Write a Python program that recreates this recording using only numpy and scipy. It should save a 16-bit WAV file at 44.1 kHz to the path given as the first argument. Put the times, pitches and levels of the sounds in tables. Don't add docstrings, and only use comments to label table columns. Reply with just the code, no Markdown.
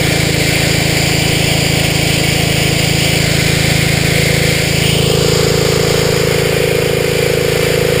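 import sys
import numpy as np
from scipy import signal
from scipy.fft import rfft, irfft, next_fast_len
from scipy.io import wavfile
from scipy.ndimage import map_coordinates

SR = 44100
rng = np.random.default_rng(int(sys.argv[2]) if len(sys.argv) > 2 else 0)


def transcribe(signal):
    frames = np.atleast_2d(signal).T
    limited = np.clip(frames, -1, 1)
    pcm = np.round(limited * 32767).astype(np.int16)
    wavfile.write(sys.argv[1], SR, pcm)


N = 352800
TIME = np.arange(N) / SR
SOUND_M_PER_S = 343


def amp(db):
    return 10 ** (np.asarray(db) / 20)


def unit(x):
    return x / np.sqrt(np.mean(x ** 2) + 1e-20)


def curves(rows):
    times, *columns = np.transpose(rows)
    return [np.interp(TIME, times, column) for column in columns]


def wobble(knots_per_s):
    knots = rng.standard_normal(int(N * knots_per_s / SR) + 4)
    return map_coordinates(knots, [TIME * knots_per_s])


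def filtered(x, response):
    size = next_fast_len(N + 8192)
    return irfft(rfft(x, size) * response(np.fft.rfftfreq(size, 1 / SR)), size)[:N]


def noise(spectrum):
    f, db = np.transpose(spectrum)
    white = rng.standard_normal(N)
    return unit(filtered(white, lambda hz: amp(np.interp(np.log(hz + 1), np.log(f), db, right=-120))))


def ring(centre_hz, half_width_hz):
    white = rng.standard_normal(N)
    return unit(filtered(white, lambda hz: 1 / (1 + ((hz - centre_hz) / half_width_hz) ** 2)))


def delayed(x, seconds):
    return map_coordinates(x, [np.arange(N) - SR * seconds])


def swell(middle_s, length_s):
    return 1 / np.sqrt(1 + (2 * (TIME - middle_s) / length_s) ** 6)


# f/Hz, relative level/dB
ROAR_SPECTRUM = [(20, -30), (42, -32), (65, -23), (150, -6), (260, -4.5), (350, 0), (480, 6), (660, 3.5),
                 (760, 4.5), (830, -9), (1030, -6), (1250, -18)]
def fan_roar(cycle, shade_db, fade_db_per_s=0.5):
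    throb_db = 0.13 * np.cos(4 * np.pi * (cycle - 0.03))
    return amp(-22 - fade_db_per_s * TIME - shade_db + throb_db) * noise(ROAR_SPECTRUM)


INTAKE_ORDERS = 9
# multiple of the firing rate, relative level/dB
HARMONICS = [(1, -57), (2, -10.5), (3, -5.5), (4, -4), (5, 1), (6, 0.5), (7, -9.5), (8, -13), (9, -17),
             (10, -10), (11, -5), (12, -8.5), (13, -47)]
def frame_buzz(cycle, shade_db, fade_db_per_s=0.7, dispersion_rad=0.79):
    level_db = -24 - fade_db_per_s * TIME - shade_db + 0.2 * wobble(10)
    buzz = sum(amp(db) * np.cos(2 * np.pi * k * cycle - dispersion_rad * k * k + 0.12 * wobble(3.26))
               for k, db in HARMONICS[INTAKE_ORDERS:])
    return amp(level_db) * unit(buzz)


# t/s, level/dB
THUMP_LEVEL = [(0, -17), (1.7, -17), (3.3, -16), (3.7, -14.6), (4.5, -15.8), (4.6, -17.8), (4.8, -14.8),
               (5.8, -16.5), (6.9, -19.3), (8, -18.3)]
def intake_thump(cycle, gulp_phase=0.416, skew_rad=0.33, thin_db_per_s=0.3):
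    thump_db, = curves(THUMP_LEVEL)
    flutter_db = 0.36 + 0.51 * wobble(27)
    thin_db = thin_db_per_s * (TIME - N / SR / 2)
    phase = 2 * np.pi * (cycle - gulp_phase)
    pulses = sum(amp(db - thin_db * (1 - k / INTAKE_ORDERS)) * np.cos(k * phase + skew_rad)
                 for k, db in HARMONICS[:INTAKE_ORDERS])
    return amp(thump_db + flutter_db) * unit(pulses)


def blowdown(age_s, ring_hz, rise_s, sag=0.01):
    envelope = (age_s / rise_s * np.exp(1 - age_s / rise_s)) ** 3
    past_peak_s = age_s - rise_s
    return envelope * np.sin(2 * np.pi * ring_hz * past_peak_s * (1 - sag * past_peak_s / rise_s))


# t/s, level/dB, muffler resonance f/Hz
EXHAUST_BARK = [(0, -26, 478), (1.2, -29.5, 470), (4.08, -27.5, 482), (4.18, -21, 502), (4.5, -21.5, 490),
                (4.58, -27.5, 500), (4.85, -24, 465), (5.13, -16.5, 464), (8, -15.5, 477)]
def exhaust(cycle, firing_hz, rise_s=0.00634, lead_cycles=0.1149, drone_order=14):
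    bark_db, ring_hz = curves(EXHAUST_BARK)
    valve_cycle = cycle + lead_cycles
    direct = blowdown(valve_cycle % 1 / firing_hz, ring_hz, rise_s)
    echo = blowdown((valve_cycle - 0.5) % 1 / firing_hz, ring_hz, rise_s)
    barks = amp(bark_db - 0.45 + 0.5 * wobble(27)) * unit(direct + 0.33 * echo)
    drone_db = -22 + 0.55 * (bark_db - bark_db.max())
    drone = np.sin(2 * np.pi * drone_order * (valve_cycle - rise_s * firing_hz))
    return barks + amp(drone_db) * drone


def engine(cycle, firing_hz):
    bark_db, _ = curves(EXHAUST_BARK)
    shade_db = 0.14 * (bark_db - bark_db.min())
    return (intake_thump(cycle) + frame_buzz(cycle, shade_db)
            + exhaust(cycle, firing_hz) + fan_roar(cycle, shade_db))


def walls(x, near_s=0.0034, far_s=0.0085, reflection=0.2, sway_s=0.00008):
    near = delayed(x, near_s + sway_s * wobble(1.48))
    far = delayed(x, far_s + sway_s * wobble(1.6))
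    return x + reflection * (near + far)


# middle t/s, duration/s, f/Hz, half-width/Hz, level/dB
PIT_RESONANCES = [(1.097, 0.22, 4680, 170, -26), (1.597, 0.2, 4720, 170, -24), (2.9, .25, 4800, 170, -26),
                  (4.3, 0.54, 2150, 150, -25), (4.98, 0.41, 3000, 260, -23.5), (5.92, .2, 3120, 90, -32),
                  (6.95, 1, 2370, 160, -28.5)]
def pits():
    return sum(amp(db) * swell(middle_s, length_s) * ring(hz, half_width_hz)
               for middle_s, length_s, hz, half_width_hz, db in PIT_RESONANCES)


# f/Hz, relative level/dB
SPLASH_SPECTRUM = [(700, -4), (1200, 2.5), (2000, -16), (3500, -10), (5200, 5.5), (6000, -17)]
def splash():
    return amp(-24.5) * swell(middle_s=5.74, length_s=1.26) * noise(SPLASH_SPECTRUM)


# f/Hz, half-width/Hz, level/dB relative to the hiss
IMPACT_RESONANCES = [(2210, 210, -13.5), (2950, 200, -17), (4754, 180, -13.5)]
def impact(detour_m, swing_db=2):
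    rings = np.zeros(N)
    for hz, half_width_hz, db in IMPACT_RESONANCES:
        gap_db = swing_db * np.cos(2 * np.pi * hz * detour_m / SOUND_M_PER_S)
        rings += amp(db + gap_db + wobble(7)) * ring(hz, half_width_hz)
    return rings


# f/Hz, relative level/dB
JET_SPECTRUM = [(250, -8), (700, -8), (900, -10.5), (1150, -9.5), (1400, -5), (1800, -3.5), (2250, 2),
                (2600, -1), (3200, 2), (3650, -3.5), (4150, -3.5), (4700, 0.5), (5300, -1.5), (6000, -18)]
# t/s, detour of the reflection/m, hiss level/dB
WAND_PATH = [(0, .172, -16.5), (.95, 0.15, -17.3), (1.3, 0.13, -17), (3.1, 0.13, -17), (3.33, 0.17, -16.5),
             (4.45, 0.17, -17), (4.8, 0.14, -17.5), (5.1, 0.082, -19.5), (5.4, .064, -17),
             (6.1, 0.049, -17), (6.5, 0.037, -18), (7, 0.046, -18.5), (8, 0.039, -17)]
def jet_hiss(treble_hz=3250, near_treble_db=-5, scatter_hz=3700, reflection=0.4):
    detour_m, hiss_db = curves(WAND_PATH)
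    nearness = detour_m.min() / detour_m
    hiss = noise(JET_SPECTRUM)
    body = filtered(hiss, lambda hz: 1 / (1 + (hz / treble_hz) ** 4))
    treble = amp(near_treble_db * nearness ** 2) * (hiss - body)
    direct = body + treble + impact(detour_m)
    mirrored = filtered(direct, lambda hz: 1 / (1 + (hz / scatter_hz) ** 4))
    return amp(hiss_db - 0.42) * unit(direct + reflection * delayed(mirrored, detour_m / SOUND_M_PER_S))


def spray(cycle):
    jet = jet_hiss()
    surge_db = 0.19 * np.cos(4 * np.pi * (cycle - 0.02)) + 0.14 * np.cos(2 * np.pi * (cycle - 0.3))
    spatter_db = 0.45 * wobble(9.9) + 0.5 * wobble(150)
    return amp(surge_db + spatter_db) * walls(jet + pits() + splash())


# t/s, f/Hz
FIRING_RATE = [(0.0, 27.327), (1.0, 27.307), (1.25, 27.215), (2.5, 27.194), (3.25, 27.392), (3.75, 27.119),
               (4.25, 27.283), (5.25, 27.217), (5.5, 27.339), (6.75, 27.24), (8.0, 27.279)]
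def scene():
    firing_hz, = curves(FIRING_RATE)
    cycle = np.cumsum(firing_hz) / SR
    return (engine(cycle, firing_hz) + spray(cycle))[None]


def record(dry, clock_hz=12000, top_hz=15310):
    slow = signal.resample(dry[0], N * clock_hz // SR)
    held = signal.resample(np.repeat(slow, 4), N)
    return filtered(held, lambda hz: hz < top_hz)[None]


dry = scene()
out = record(dry)
transcribe(out)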